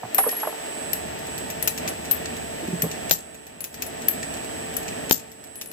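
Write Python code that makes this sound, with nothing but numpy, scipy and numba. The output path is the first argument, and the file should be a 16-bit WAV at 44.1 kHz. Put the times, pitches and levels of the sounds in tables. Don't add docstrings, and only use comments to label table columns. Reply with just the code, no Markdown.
import sys
import numpy as np
from scipy import signal
from scipy.fft import rfft, irfft
from scipy.io import wavfile
from scipy.ndimage import uniform_filter1d
from numba import njit

SR = 44100
rng = np.random.default_rng(int(sys.argv[2]) if len(sys.argv) > 2 else 0)


def dump(signal):
    limited = np.clip(np.atleast_2d(signal).T, -1, 1)
    pcm = np.round(limited * 32767).astype(np.int16)
    wavfile.write(sys.argv[1], SR, pcm)


N = 252252
T = np.arange(N) / SR
AGE = T[:SR // 2]
FREQ = np.arange(N // 2 + 1) * SR / N


def undb(db):
    return 10 ** (np.asarray(db) / 20)


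def pan(db):
    return undb(np.array([[db], [-db]]) / 2)


def add(out, t, x):
    i = min(int(t * SR), N)
    out[:, i:i + x.shape[1]] += x[:, :N - i]


def walk(rate_hz):
    k = int(SR / rate_hz)
    steps = np.repeat(rng.standard_normal(N // k + 1), k)
    return 1.3 * uniform_filter1d(uniform_filter1d(steps, k), k)[:N]


def rise(start_db, end_db, from_s, length_s):
    return start_db + (end_db - start_db) * np.clip((T - from_s) / length_s, 0, 1)


def fade(t60):
    return np.exp(-np.log(1000) * AGE / t60)


def noise(spectrum, size, lag_s, diffuse):
    f = np.arange(size // 2 + 1) * SR / size
    hz, db = np.transpose(spectrum)
    colour = undb(np.interp(np.log(f + 1), np.log(hz), db))
    source, left, right = rfft(rng.standard_normal((3, size))) * colour
    direct = np.array([source, source * np.exp(-2j * np.pi * f * lag_s)])
    x = irfft(np.sqrt(1 - diffuse) * direct + np.sqrt(diffuse) * np.array([left, right]), size)
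    return x / x.std()


def ring(hz, t60, rise_s, spread, count=4):
    detune = spread * np.linspace(-1, 1, count) * rng.uniform(.5, 1, count)
    phase = rng.random((count, 2, 1))
    partners = sum(np.sin(2 * np.pi * (hz * (1 + d) * AGE + p)) for d, p in zip(detune, phase))
    return partners * np.sqrt(2 / count) * fade(t60) * (1 - np.exp(-AGE / rise_s))


def reflect(x, db, t60):
    tail = rng.standard_normal((2, len(AGE))) * fade(t60) * (AGE > .002)
    tail /= np.sqrt(np.sum(tail ** 2, axis=1, keepdims=True))
    return x + undb(db) * signal.fftconvolve(x, tail, axes=1)[:, :N]


# f/Hz, width/Hz, lift at full depth/dB
FRAME_MODES = [(763, 9.6, 7.5), (1170, 150, 1), (1800, 244, 4.5), (2150, 186, -5), (2566, 550, 4.5),
               (4030, 690, 3.5), (5430, 80, 6), (6940, 360, 7.5)]


def frame(x, depth=1):
    lift_db = sum(db / (1 + (2 * (FREQ - hz) / width) ** 2) for hz, width, db in FRAME_MODES)
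    cepstrum = irfft(np.log(undb(depth * lift_db)), N)
    cepstrum[1:N // 2] *= 2
    cepstrum[N // 2 + 1:] = 0
    return irfft(rfft(x) * np.exp(rfft(cepstrum)), N)


# f/Hz, relative level/dB
GEAR_SPECTRUM = [(20, -37.5), (32, -17), (90, -5.5), (155, -4.5), (255, -1), (400, -5.5), (500, -8),
                 (660, -1), (850, -9), (1050, -15), (1500, -17.5), (2150, -15), (3000, -17.5),
                 (4000, -29.5), (5600, -32.5), (6200, -39), (7700, -45), (9000, -73)]
HISS_SPECTRUM = [(7000, -0.5), (8200, 5), (8800, -52), (9600, -22.5), (10700, -9), (12300, 2.5),
                 (13500, -4.5), (15500, -17), (16500, -33.5)]
# f/Hz, left minus right level/dB
GEAR_BALANCE = [(70, 2), (200, -1.5), (380, 0.5), (650, -4), (1150, 4), (2300, -0.8), (7000, -21)]
# f/Hz, level/dB
HUM_TONES = [(74, -51), (162, -49), (222.5, -53), (445.5, -45), (891, -47)]


def motor(gear_db=-33.5, hiss_db=-45, flutter_db=1, waver=.0027, lag_s=.000583, tone_lag_s=.00042):
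    balance_db = np.interp(FREQ, *np.transpose(GEAR_BALANCE)) * np.array([[.5], [-.5]])
    gears = irfft(rfft(noise(GEAR_SPECTRUM, N, lag_s, diffuse=.34)) * undb(balance_db), N)
    out = undb(gear_db + flutter_db * walk(13)) * frame(gears)
    shaft_time = T + np.cumsum(waver * walk(12)) / SR
    port_times = np.array([shaft_time, shaft_time - tone_lag_s])
    for hz, db in HUM_TONES:
        out += np.sqrt(2) * undb(db + 1.7 * walk(6.9)) * np.sin(2 * np.pi * hz * port_times)
    bass = signal.sosfiltfilt(signal.butter(2, 280, fs=SR, output="sos"), out)
    bass_gain = undb(rise(-18, -2.5, from_s=.55, length_s=.5))
    hiss = undb(hiss_db) * noise(HISS_SPECTRUM, N, lag_s, diffuse=1) * pan(7.3)
    return out + bass * (bass_gain - 1) + hiss


# offset in multiples of the ripple, relative level/dB
WHINE_PARTIALS = [(-1, -62), (0, -43.5), (1, -51), (2, -53), (3, -53)]


def drive(switching_hz=7926.4, ripple_hz=150, waver_db=2.5):
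    port_phase = np.array([[0], [1.52]])
    tone = sum(undb(db) * np.cos(2 * np.pi * (switching_hz + round(k) * ripple_hz) * T + port_phase)
               for k, db in WHINE_PARTIALS)
    level_db = rise(-3.5, -1, from_s=0, length_s=.99) + waver_db * np.array([walk(5.95), walk(5.52)])
    return np.sqrt(2) * tone * undb(level_db) * pan(-11)


# t/s, relative level/dB, f/Hz
KNOCK_HITS = [(.032, -18, 732), (.036, -28, 120), (.184, -8, 783), (0.238, -20, 1007), (.264, -13, 469),
              (.327, -24, 696), (.432, -17.5, 857), (.472, -16.5, 638), (.524, -26, 800), (2.626, -24, 332),
              (2.679, -21, 184), (2.730, -17.5, 177), (2.83, -20, 164), (2.839, -18.5, 433)]


def knocks(bounce_s=.018, bounce_db=-8, rise_s=.0014, soft_db=-18.5):
    out = np.zeros((2, N))
    for t, db, hz in KNOCK_HITS:
        envelope = fade(t60=.048 * (700 / hz) ** .6) * (1 - np.exp(-AGE / rise_s))
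        tone = np.sqrt(2) * np.sin(2 * np.pi * hz * AGE)
        for delay, blow_db in [(0, db), (bounce_s, db + bounce_db)]:
            bright_db = max(blow_db - soft_db, 0)
            spectrum = [(hz / 5, -30), (hz / 2, -7), (hz, 0), (hz * 1.64, -3),
                        (hz * 3, -21 + bright_db), (hz * 10, -50 + bright_db)]
            thud = noise(spectrum, len(AGE), lag_s=0, diffuse=.17)
            add(out, t + delay, undb(blow_db - 3) * (thud + tone) * envelope * pan(-2.5))
    return signal.sosfilt(signal.butter(3, 120, "highpass", fs=SR, output="sos"), out)


# f/Hz, relative level/dB
BODY_SPECTRUM = [(300, -3.5), (900, -7.5), (2400, 2.5), (3800, -0.5), (5200, 1), (6200, 5), (7400, 1),
                 (8200, 4.5), (9000, -21.5), (12000, -38)]
EDGE_SPECTRUM = [(8000, -23), (9300, -19.5), (10400, -2.5), (11300, 2), (12500, 8), (13500, 3), (15200, -9),
                 (16500, -32.5)]


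def contact(body_db, edge_db, lag_s=.000408):
    body = undb(body_db) * noise(BODY_SPECTRUM, len(AGE), lag_s, diffuse=.44) * fade(t60=.031)
    edge = undb(edge_db) * noise(EDGE_SPECTRUM, len(AGE), lag_s, diffuse=.39) * fade(t60=.021)
    return body * pan(.94) + edge * pan(6.3)


def chime(db, hz, t60, pan_db=8):
    return undb(db) * ring(hz, t60, rise_s=.00045, spread=.00744) * pan(pan_db)


def click(body_db, edge_db, rebound_s=.006, rebound_db=-4.5):
    out = contact(body_db, edge_db)
    late = int(rebound_s * rng.uniform(.7, 1.3) * SR) + 1
    out[:, late:] += contact(body_db + rebound_db, edge_db + rebound_db)[:, :-late]
    return out


# t/s, pin level/dB, pin f/Hz, pawl level/dB
PRESS_STROKES = [(.146, -13.5, 12970, -13), (2.112, -11.5, 13000, -11.5), (4.084, -11.5, 12650, -12)]
# t/s into the stroke, body level/dB, edge level/dB
LINK_TICKS = [(0.255, -34, -38), (1.233, -32.5, -31), (1.356, -30, -28.5), (1.631, -27.5, -25),
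              (1.909, -37, -39)]


def strokes(clack_s=.1455, pawl_s=1.529):
    out = np.zeros((2, N))
    for t, pin_db, pin_hz, pawl_db in PRESS_STROKES:
        pin = contact(pin_db - 11.5, pin_db) + chime(pin_db, pin_hz, t60=.065)
        ram_clack = contact(-26.5, -39) + chime(-27, hz=1848, t60=.039, pan_db=3)
        pawl = click(pawl_db - 4.5, pawl_db) + chime(pawl_db - 10, hz=15000, t60=.03)
        shaken_cases = chime(pawl_db - 15, hz=10930, t60=.17)
        add(out, t, pin)
        add(out, t + clack_s, ram_clack)
        add(out, t + pawl_s, pawl + shaken_cases)
        for delay, body_db, edge_db in LINK_TICKS:
            add(out, t + delay, click(body_db, edge_db))
    return out


# f/Hz, relative level/dB, t60/s
JINGLE_MODES = [(10900, -11, .25), (11243, -8, .2), (11358, 0, .2), (12220, -14, .1)]


def jingle(start_s=.181, gap_s=.049, blow_db=-11, bounce_db=-19.5, loss_db=2, bounces=6):
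    out, t = np.zeros((2, N)), start_s
    for db in [blow_db] + [bounce_db - k * loss_db for k in range(bounces)]:
        modes = sum(undb(mode_db) * ring(hz, t60, rise_s=.00074, spread=0, count=1)
                    for hz, mode_db, t60 in JINGLE_MODES)
        add(out, t, undb(db) * modes)
        t += gap_s * (1 + .08 * rng.standard_normal())
    return out


# t/s, body level/dB, edge level/dB
PRESS_CLICKS = [(.183, -22, -34), (.312, -33.5, -29), (1.877, -23, -28), (2.914, -29, -36),
                (3.822, -20, -15), (4.881, -29, -36), (5.196, -32, -34)]


def press_clicks(ticks=14, tick_db=-38, scatter_db=.5):
    out = np.zeros((2, N))
    for t, body_db, edge_db in PRESS_CLICKS:
        add(out, t, click(body_db, edge_db))
    for _ in range(ticks):
        db = tick_db + scatter_db * rng.standard_normal()
        add(out, rng.random() * N / SR, contact(db, db))
    return out


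# t/s, edge level/dB, f/Hz, t60/s
CASE_CLINKS = [(.932, -15, 11450, 0.05), (1.626, -18, 10800, 0.075), (1.887, -24, 10850, 0.07),
               (2.821, -13.5, 11430, 0.057), (3.606, -12, 10880, 0.1), (3.865, -26.5, 11060, 0.086),
               (4.767, -19.5, 11200, 0.049), (5.556, -20.5, 10850, .3), (5.659, -21, 11000, 0.21)]


def brass_cases():
    out = np.zeros((2, N))
    for t, db, hz, t60 in CASE_CLINKS:
        add(out, t, contact(db - 9.5, db) + chime(db - 4.5, hz, t60))
    return out


# t/s, relative level/dB
SOLENOID_SNAPS = [(3.1105, 4), (5.1103, 4)]


def plunger(lead_s=.0148):
    out = np.zeros((2, N))
    for t, _ in SOLENOID_SNAPS:
        add(out, t - lead_s, contact(body_db=-27, edge_db=-24))
    return out


# t/s after the blow, relative level/dB
SNAP_BOUNCES = [(0, 2), (.0019, -1), (0.013, -17)]
# f/Hz, relative level/dB
BLOW_SPECTRUM = [(35, -14), (110, 3), (220, 9.5), (500, 8), (950, 4.5), (1500, -4), (3000, 0.5),
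                 (7500, -2.5), (9200, -17), (12000, 2.5), (14000, -8), (16500, -8)]
RATTLE_SPECTRUM = [(40, -16), (110, -11), (200, -13), (600, -33), (1200, -17), (3000, -1.5), (5200, 7),
                   (6200, 9.5), (7500, 8), (8900, -39), (10300, 7.5), (12200, 3), (14000, 3), (15500, -27)]
# f/Hz, relative level/dB, t60/s
LEVER_MODES = [(84, -34.5, 0.094), (169, -33, 0.16), (268, -33.5, 0.12), (960, -37, .025), (5110, -44, .08),
               (7500, -36, 0.35), (12070, -16.5, 0.14), (13700, -16, 0.036)]


def solenoid(blow_db=-9, rattle_db=-25, chatter_db=3):
    out = np.zeros((2, N))
    for t, db in SOLENOID_SNAPS:
        for delay, bounce_db in SNAP_BOUNCES:
            blow = noise(BLOW_SPECTRUM, len(AGE), lag_s=.00025, diffuse=.71) * fade(t60=.0073)
            add(out, t + delay, undb(db + blow_db + bounce_db) * blow * pan(8.6))
        rattle = noise(RATTLE_SPECTRUM, len(AGE), lag_s=.0003, diffuse=1) * fade(t60=.24)
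        lever = sum(undb(mode_db) * ring(hz, t60, rise_s=.0083, spread=.0081)
                    for hz, mode_db, t60 in LEVER_MODES)
        chatter = undb(chatter_db * walk(282)[:len(AGE)])
        add(out, t, undb(db) * chatter * (undb(rattle_db) * rattle * pan(.77) + lever * pan(10.4)))
    return reflect(frame(out, depth=.34), db=-27, t60=.15)


def scene():
    running = motor() + drive()
    impacts = strokes() + brass_cases() + press_clicks() + plunger()
    press = reflect(frame(impacts, depth=.84), db=-7.5, t60=.18)
    return running + press + knocks() + jingle() + solenoid()


@njit
def duck(sense_db, threshold_db, duck_db, start_db, hold_s, attack_s, release_s):
    out, gain_db, wait = np.empty(len(sense_db)), start_db, 0.
    for i in range(len(out)):
        wait = hold_s * SR if sense_db[i] + gain_db > threshold_db else wait - 1
        target_db, time_s = (duck_db, attack_s) if wait > 0 else (0., release_s)
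        gain_db += (target_db - gain_db) / (time_s * SR)
        out[i] = gain_db
    return out


def gain_control(x):
    mids = signal.sosfilt(signal.butter(2, [2000, 7000], "bandpass", fs=SR, output="sos"), x[0])
    sense_db = 10 * np.log10(np.abs(uniform_filter1d(mids ** 2, size=132)) + 1e-12)
    gain_db = duck(sense_db, threshold_db=-17., duck_db=-13., start_db=-7.5,
                   hold_s=.58, attack_s=.11, release_s=.14)
    return x * undb(gain_db)


def record(dry):
    clipped = np.clip(gain_control(dry), -1, 1)
    return signal.sosfilt(signal.ellip(8, .2, 70, 16000, fs=SR, output="sos"), clipped)


dry = scene()
out = record(dry)
dump(out)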